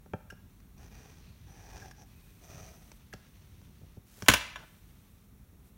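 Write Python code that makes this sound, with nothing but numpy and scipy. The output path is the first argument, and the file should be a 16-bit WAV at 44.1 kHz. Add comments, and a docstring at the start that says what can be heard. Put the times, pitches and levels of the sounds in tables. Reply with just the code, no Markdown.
"""Puppet at a toy drawing board

A hand in a cloth puppet draws with a plastic stylus in a quiet room. The tip taps, chatters and
scratches over the textured screen, with faint breathy hiss in the pauses; cloth rustles, the board rumbles.
The stylus then drops on its cord, knocks loudly on the hollow frame, bounces and settles."""
import sys
import numpy as np
from scipy import signal
from scipy.fft import rfft, irfft
from scipy.io import wavfile
from scipy.ndimage import uniform_filter1d

SR = 44100
rng = np.random.default_rng(int(sys.argv[2]) if len(sys.argv) > 2 else 0)


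def store_pcm(level_fs):
    """Save levels as 16-bit WAV."""
    pcm = np.round(np.clip(level_fs, -1, 1) * 32767).astype(np.int16)
    wavfile.write(sys.argv[1], SR, np.atleast_2d(pcm).T)


N = 254454

# Tip strokes, and faint breath-like hiss between them (rows at 1.2 s and 2.063 s). Each row: start,
# peak and end in seconds, relative level in dB, swell and fade in dB/s, then centre in Hz and relative dB
# of a low, a mid and a high peak. In the strokes these are screen, stylus and tip hiss.
STROKES_AND_HISSES = [(0.761, 0.82, .88, -63.5, 90, 780, 7, 1640, 2, 5960, 1.5),
                      (0.897, 0.994, 1.21, -62.5, 43, 790, 4.5, 1620, 1, 5930, 2.5),
                      (1.2, 1.294, 1.36, -74, 32, 620, 7, 2600, 9, 4200, 7),
                      (1.455, 1.765, 1.9, -57, 41, 782, 13.5, 1670, 6.5, 5900, 3.5),
                      (1.959, 2.0, 2.035, -62.5, 60, 765, 20, 1650, 3, 5870, 10.5),
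                      (2.063, 2.25, 2.4, -78, 15.5, 756, 11, 2530, 19, 4340, 4),
                      (2.399, 2.583, 2.92, -55, 75, 672, 13.5, 1270, 3.5, 6000, 5.5),
                      (4.56, 4.619, 4.64, -60, 100, 620, 14, 900, 14, 1400, 11)]


def scratch_and_hiss(gain_db=3.5, low_width_hz=125, mid_width_hz=130, high_width_hz=600):
    """The tip trips over the screen's texture; a faint, whistly hiss sounds between strokes."""
    # Broad noise. Each row: frequency in Hz, relative density in dB.
    spectrum = [(100, -8), (400, 3), (1100, 0), (2600, -5), (4200, -8), (6500, -8.5), (7500, -13.5),
                (9500, -11), (10500, -19), (15000, -13)]
    # Shared resonances. Each row: centre in Hz, width in Hz, relative level in dB.
    common_peaks = [(410, 70, 9), (1900, 100, 2), (2440, 140, 3.5), (4750, 130, -6)]
    out = np.zeros(N)
    for *motion, low_hz, low_db, mid_hz, mid_db, high_hz, high_db in STROKES_AND_HISSES:
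        noise = grains(per_s=4000, spread_db=1.0) * waver(rate_hz=60, depth_db=1.1)
        peaks = [(low_hz, low_width_hz, low_db),
                 (mid_hz, mid_width_hz, mid_db),
                 (high_hz, high_width_hz, high_db)]
        out += movement(*motion) * colour(noise, spectrum, common_peaks + peaks)
    return amp(gain_db) * out


def taps(tick_t60_s=0.026):
    """The hard tip ticks and the board thuds; longer contact dulls the thud."""
    # Light contacts. Each row: start in seconds, thud gain in dB, contact in seconds, tick level in dB.
    contacts = [(.059, -47, .0004, -68), (.135, -26, 0.00024, -58), (0.301, -73.5, .001, -51.5),
                (0.3225, -41, 0.0008, -61), (0.6024, -68, .001, -60), (1.768, -53, .0005, -48),
                (1.911, -69, .001, -47.5), (2.019, -69, .001, -53.5), (2.917, -58, 0.0005, -47.5),
                (3.136, -37.5, 0.00079, -40.5), (3.615, -54, 0.00099, -63), (3.814, -46, 0.0015, -69.5),
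                (3.969, -33, .0026, -75.5), (4.1782, -50.5, 0.0007, -73), (4.2227, -28, .002, -36),
                (4.9077, -71, .0004, -64)]
    # Drawing screen. Each row: frequency in Hz, relative level in dB, T60 in seconds.
    screen_modes = [(97, -6, 0.11), (133, -10.5, 0.11), (166.3, -8.5, 0.11), (210, -6, 0.063),
                    (278.8, -10.5, 0.061), (410, -3.5, 0.04), (517, -10, 0.068), (592, -9, 0.067),
                    (760.7, -9.5, 0.059), (883, -8, .045), (1229, -11.5, 0.021), (1350, -10, .04),
                    (1600, -12, 0.045), (1790, -18, .05), (2380, -12.5, 0.031), (2670, -17, 0.027),
                    (3200, -13.5, 0.021)]
    tick_spectrum = [(300, -3), (2000, 3), (3800, -7), (5800, 1.5), (8000, -11), (15000, -21)]  # Hz, dB
    out, t = np.zeros(N), np.arange(SR // 4) / SR
    for start_s, thud_db, contact_s, tick_db in contacts:
        force = t * np.exp(-4 * t / contact_s)
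        thud = signal.fftconvolve(ring(screen_modes, t), force / force.sum())[:len(t)]
        add(out, start_s, amp(thud_db) * thud)
        tick = colour(rng.standard_normal(len(t)), tick_spectrum) * amp(-60 * t / tick_t60_s)
        add(out, start_s, amp(tick_db) * tick)
    return out


def chatter(upper_db=-8, grit_db=-14):
    """Two bending modes of the stylus swell and fade as the tip catches and slips."""
    # Each row: start in seconds, level in dB, lower and upper mode in Hz, length in seconds.
    chirps = [(0.3018, -41.5, 1620, 2850, 0.015), (0.303, -48.5, 1400, 5500, 0.021),
              (1.817, -49, 1650, 5500, .03), (1.912, -49, 1660, 5600, 0.015),
              (2.016, -65, 1690, 5700, 0.016), (3.1277, -41.5, 1710, 2080, 0.012)]
    out, t = np.zeros(N), np.arange(SR // 12) / SR
    for start_s, db, lower_hz, upper_hz, length_s in chirps:
        age = 5 * t / length_s
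        envelope = age * np.exp(1 - age)
        jitter = 0.28 * uniform_filter1d(rng.standard_normal(len(t)), size=60)
        rad_per_hz = 2 * np.pi * np.cumsum(1 + jitter) / SR
        tone = np.sin(lower_hz * rad_per_hz) + amp(upper_db) * np.sin(upper_hz * rad_per_hz)
        grit = amp(grit_db) * rng.standard_normal(len(t))
        add(out, start_s, amp(db) * envelope * (tone + grit))
    return out


def thin_ring(start_s=1.5):
    """A faint, thin high ring sounds during a stroke and dies away."""
    modes = [(5950, -65.0, 1.0), (9100, -73, 0.78)]  # Hz, dB, T60 in s
    out = np.zeros(N)
    add(out, start_s, ring(modes, np.arange(SR) / SR))
    return out


def knocks(crack_trim_db=-11, frame_db=-2, crack_rise_s=0.00026, frame_rise_s=0.00051, boom_rise_s=0.005):
    """Each blow of the falling stylus cracks, rings the frame and booms in the hollow body."""
    # Each row: start in seconds, gain in dB, relative boom and crack in dB.
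    blows = [(4.2608, -33.5, -24, 0), (4.275, -37.5, -22, -4), (4.284, -2, 3.5, 7),
             (4.288, -11.5, -2.5, -5.5), (4.298, -17, -4, 12), (4.3162, -16, -6.5, 1),
             (4.337, -14.5, -7.5, 13), (4.5582, -25, -26, -10.5)]
    # Crowded upper modes of the plastic. Each row: frequency in Hz, relative density in dB.
    crack_spectrum = [(150, -18), (450, -6.5), (900, -5.5), (1600, 0), (3200, 0), (4300, -9.5),
                      (5600, -8.5), (6800, -6.5), (8500, -12), (11000, -11), (13000, -17.5), (15500, -11.5)]
    # Their decay. Each row: frequency in Hz, T60 in seconds.
    crack_decay = [(300, 0.061), (2000, 0.041), (6000, 0.037), (15000, 0.032)]
    # Plastic frame and hollow body. Each row: frequency in Hz, relative level in dB, T60 in seconds.
    frame_modes = [(597, -19.5, 0.067), (712, -22, 0.075), (1011, -13.5, 0.06), (1091, -17, .07),
                   (1319, -18.5, 0.063), (1497, -14.5, .07), (1564, -17, 0.062), (1700, -10.5, 0.052),
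                   (2050, -19, 0.07), (2357, -14.5, 0.0591), (2780, -14.5, 0.038), (3110, -19, .08),
                   (3365, -17.5, .06), (3636, -21.5, .06), (3810, -24, 0.054), (5666, -25.5, 0.082),
                   (6780, -23.5, 0.041), (11087, -33, .07)]
    body_modes = [(60, -29.5, 0.27), (97, -29.5, .22), (118.8, -23.5, .18), (168, -22, 0.042),
                  (212, -24.5, .13), (282, -21, 0.084), (385, -20, .05)]
    # Echoes off nearby surfaces. Each row: delay in seconds, gain in dB.
    echoes = [(0.0141, -18), (0.0199, -21), (.031, -21), (.04, -22.5)]
    out, t = np.zeros(N), np.arange(SR // 2) / SR
    for start_s, db, boom_db, crack_db in blows:
        crack = decay_bands(colour(rng.standard_normal(len(t)), crack_spectrum), crack_decay)
        crack *= amp(crack_trim_db + crack_db) * (1 - np.exp(-t / crack_rise_s))
        frame = ring(frame_modes, t, phase_spread=1) * (1 - np.exp(-t / frame_rise_s))
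        # Slow bending waves fill the body late.
        boom = ring(body_modes, t) * (1 - np.exp(-(t / boom_rise_s) ** 2))
        add(out, start_s, amp(db) * (crack + amp(frame_db) * frame + amp(boom_db) * boom))
        for delay_s, echo_db in echoes:
            add(out, start_s + delay_s, amp(db + echo_db) * crack)
    return out


def board_rumble(lean_db=-16, follow_db_per_db=0.68):
    """The board rumbles as the hand leans on it or shifts its weight."""
    # Rumble. Each row: frequency in Hz, relative density in dB.
    spectrum = [(30, -18), (70, 2.5), (110, -1), (160, -3), (230, -12), (400, -18), (800, -29), (2000, -65)]
    # Weight shifts. Each row: centre in seconds, level in dB, half length in seconds, cutoff in Hz.
    presses = [(1.29, -53, .06, 180), (1.48, -52.5, 0.061, 90), (1.757, -53, 0.055, 80),
               (2.57, -53.5, .06, 400), (3.68, -55, 0.033, 800), (3.844, -50.5, 0.034, 800)]
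    t = np.arange(N) / SR
    rumble = colour(grains(per_s=400, spread_db=1.5), spectrum)
    envelope = sum(movement(*row[:5]) for row in STROKES_AND_HISSES)
    out = amp(lean_db) * envelope ** follow_db_per_db * rumble
    for centre_s, db, half_s, cutoff_hz in presses:
        dulled = signal.sosfilt(signal.butter(2, cutoff_hz, fs=SR, output="sos"), rumble)
        out += amp(db) * np.exp(-((t - centre_s) / half_s) ** 2) * unit(dulled)
    return out


def cloth_rustle():
    """Cloth rustle, with a high fizz, as the hand moves."""
    # Each row: start, peak and end in seconds, level in dB, swell and fade in dB/s, relative fizz in dB.
    swells = [(.3, .55, .75, -78, 15, -10), (.8, 1.197, 2, -68.5, 6, -27), (2.04, 2.622, 2.97, -67.5, 7, 0),
              (2.962, 3.354, 3.97, -69, 8.5, -6), (4.56, 4.7, 5.25, -70, 13, 0),
              (5.63, 5.67, 5.7, -75, 45, 7)]
    # Cloth rustle and high fizz. 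Each row: frequency in Hz, relative density in dB.
    rustle_spectrum = [(200, -4), (600, 0), (1300, 3.5), (2600, 5.5), (4200, 3.5), (5000, -1), (6000, 4),
                       (7700, -10.5), (9200, -1), (10500, -22), (15000, -10)]
    fizz_spectrum = [(2000, -24), (6000, -9), (8500, 2), (10500, -3), (13000, 3.5), (15500, 0)]
    rustle = colour(grains(per_s=12000, spread_db=0), rustle_spectrum) * waver(rate_hz=15, depth_db=1.4)
    fizz = colour(grains(per_s=12000, spread_db=0.5), fizz_spectrum) * waver(rate_hz=6.9, depth_db=1.4)
    return sum(movement(*motion) * (rustle + amp(fizz_db) * fizz) for *motion, fizz_db in swells)


def cord():
    """The cord runs out through the cloth, ever faster."""
    # Cord friction. Each row: frequency in Hz, relative density in dB.
    spectrum = [(300, -3), (1500, -1.5), (4000, -3), (6500, -1.5), (10000, -4), (15500, -3)]
    slide = movement(start_s=4.05, peak_s=4.24, end_s=4.28, db=-56.5, db_per_s=56)
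    return slide * colour(grains(per_s=5600, spread_db=1.5), spectrum)


def room(x, build_up_s=0.0069):
    """Diffuse reflections of a living room."""
    # Tail colour. Each row: frequency in Hz, relative density in dB.
    spectrum = [(80, -10.5), (300, -13.5), (600, -3.5), (2000, -1), (5000, 0), (9000, -2.5), (15000, -6.5)]
    # Tail decay. Each row: frequency in Hz, T60 in seconds.
    decay = [(100, 0.5), (500, 0.55), (1500, 0.59), (3000, 0.5837), (5500, 0.51), (8000, 0.42),
             (15000, 0.42)]
    t = np.arange(SR) / SR
    tail = decay_bands(colour(rng.standard_normal(SR), spectrum), decay)
    tail *= 1 - np.exp(-t / build_up_s)
    return signal.fftconvolve(x, tail / np.linalg.norm(tail))[:N]


def background(rumble_db=-56, rumble_db_per_s=-0.25, hiss_db=-67.5):
    """Lumpy handling rumble eases off under steady room and microphone hiss."""
    # Rumble and hiss. Each row: frequency in Hz, relative density in dB.
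    rumble_spectrum = [(20, -25), (35, -7), (48, 4), (62, -0.5), (90, -1), (130, -5), (195, -6), (270, -14),
                       (400, -21.5), (700, -37), (1500, -64)]
    hiss_spectrum = [(240, -32.5), (400, -3), (544, -7), (644, -6.5), (1210, -7), (1570, -10.5),
                     (2530, -11.5), (3050, -16), (3610, -12.5), (3960, -14.5), (5060, -20.5), (5470, -14),
                     (7790, -17.5), (11600, -14), (15800, -11.5)]
    rumble = colour(rng.standard_normal(N), rumble_spectrum) * waver(rate_hz=11, depth_db=1.0)
    rumble *= amp(rumble_db + rumble_db_per_s * np.arange(N) / SR)
    return rumble + amp(hiss_db) * colour(rng.standard_normal(N), hiss_spectrum)


def movement(start_s, peak_s, end_s, db, db_per_s, attack_s=0.026, release_s=0.015, crest_s=0.027):
    """Gain of one rub or hiss: sets in, swells, fades, stops."""
    t = np.arange(N) / SR
    gate = np.clip((t - start_s) / attack_s, 0, 1) * np.clip(1 - (t - end_s) / release_s, 0, 1)
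    from_peak_s = np.hypot(t - peak_s, crest_s) - crest_s  # rounded crest
    return gate * amp(db - db_per_s * from_peak_s)


def grains(per_s, spread_db):
    """Random clicks of uneven size, unit RMS."""
    size = amp(spread_db * np.minimum(rng.exponential(1, N), 4))
    return unit(size * rng.standard_normal(N) * (rng.random(N) < per_s / SR))


def waver(rate_hz, depth_db):
    """Randomly wandering gain."""
    hz = np.fft.rfftfreq(N, 1 / SR)
    drift = irfft(rfft(rng.standard_normal(N)) / (1 + (hz / rate_hz) ** 4), N)
    return amp(depth_db * unit(drift))


def ring(modes, t, phase_spread=0):
    """Damped modes of alternating sign; phase_spread stands for a shifting strike point."""
    hz, db, t60_s = np.transpose(modes)[:, :, None]
    phase = phase_spread * rng.uniform(-np.pi, np.pi, hz.shape) + np.pi * np.arange(len(hz))[:, None]
    return (amp(db - 60 * t / t60_s) * np.sin(2 * np.pi * hz * t + phase)).sum(0)


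def colour(x, spectrum, peaks=()):
    """Filters by a spectrum plus optional resonances, to unit RMS."""
    hz = np.fft.rfftfreq(len(x), 1 / SR)
    knots_hz, knots_db = np.transpose(spectrum)
    power = amp(np.interp(np.log(hz + 1), np.log(knots_hz), knots_db)) ** 2
    for centre_hz, width_hz, db in peaks:
        power += (amp(db) / (1 + 2 * ((hz - centre_hz) / width_hz) ** 2)) ** 2
    return unit(irfft(rfft(x) * np.sqrt(power), len(x)))


def decay_bands(x, decay):
    """Fades each band of x at its own T60."""
    centres_hz, t60s = np.transpose(decay)
    t = np.arange(len(x)) / SR
    log_hz, bins = np.log(np.fft.rfftfreq(len(x), 1 / SR) + 1), rfft(x)
    weights = [np.interp(log_hz, np.log(centres_hz), band) for band in np.eye(len(decay))]
    return sum(irfft(bins * weight, len(x)) * amp(-60 * t / t60_s)
               for weight, t60_s in zip(weights, t60s))


def add(mix, start_s, sound):
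    """Mixes a sound in at start_s."""
    part = mix[max(round(start_s * SR), 0):][:len(sound)]
    part += sound[:len(part)]


def amp(db):
    """Decibels to gain."""
    return 10 ** (np.asarray(db) / 20)


def unit(x):
    """Scales to unit RMS."""
    return x / np.sqrt(np.mean(x ** 2) + 1e-20)


def scene(room_db=-15):
    """The toy close by, the room well behind it; mono."""
    close = taps() + chatter() + knocks() + scratch_and_hiss() + thin_ring()
    mix = close + amp(room_db) * room(close)
    return (mix + board_rumble() + cloth_rustle() + cord() + background())[None]


def record(dry, cutoff_hz=15950):
    """Clips the loudest knock, then limits the band."""
    low_pass = signal.firwin(511, cutoff_hz, window=("kaiser", 9), fs=SR)
    return signal.oaconvolve(np.clip(dry, -1, 1), low_pass[None], "same")


dry = scene()
out = record(dry)
store_pcm(out)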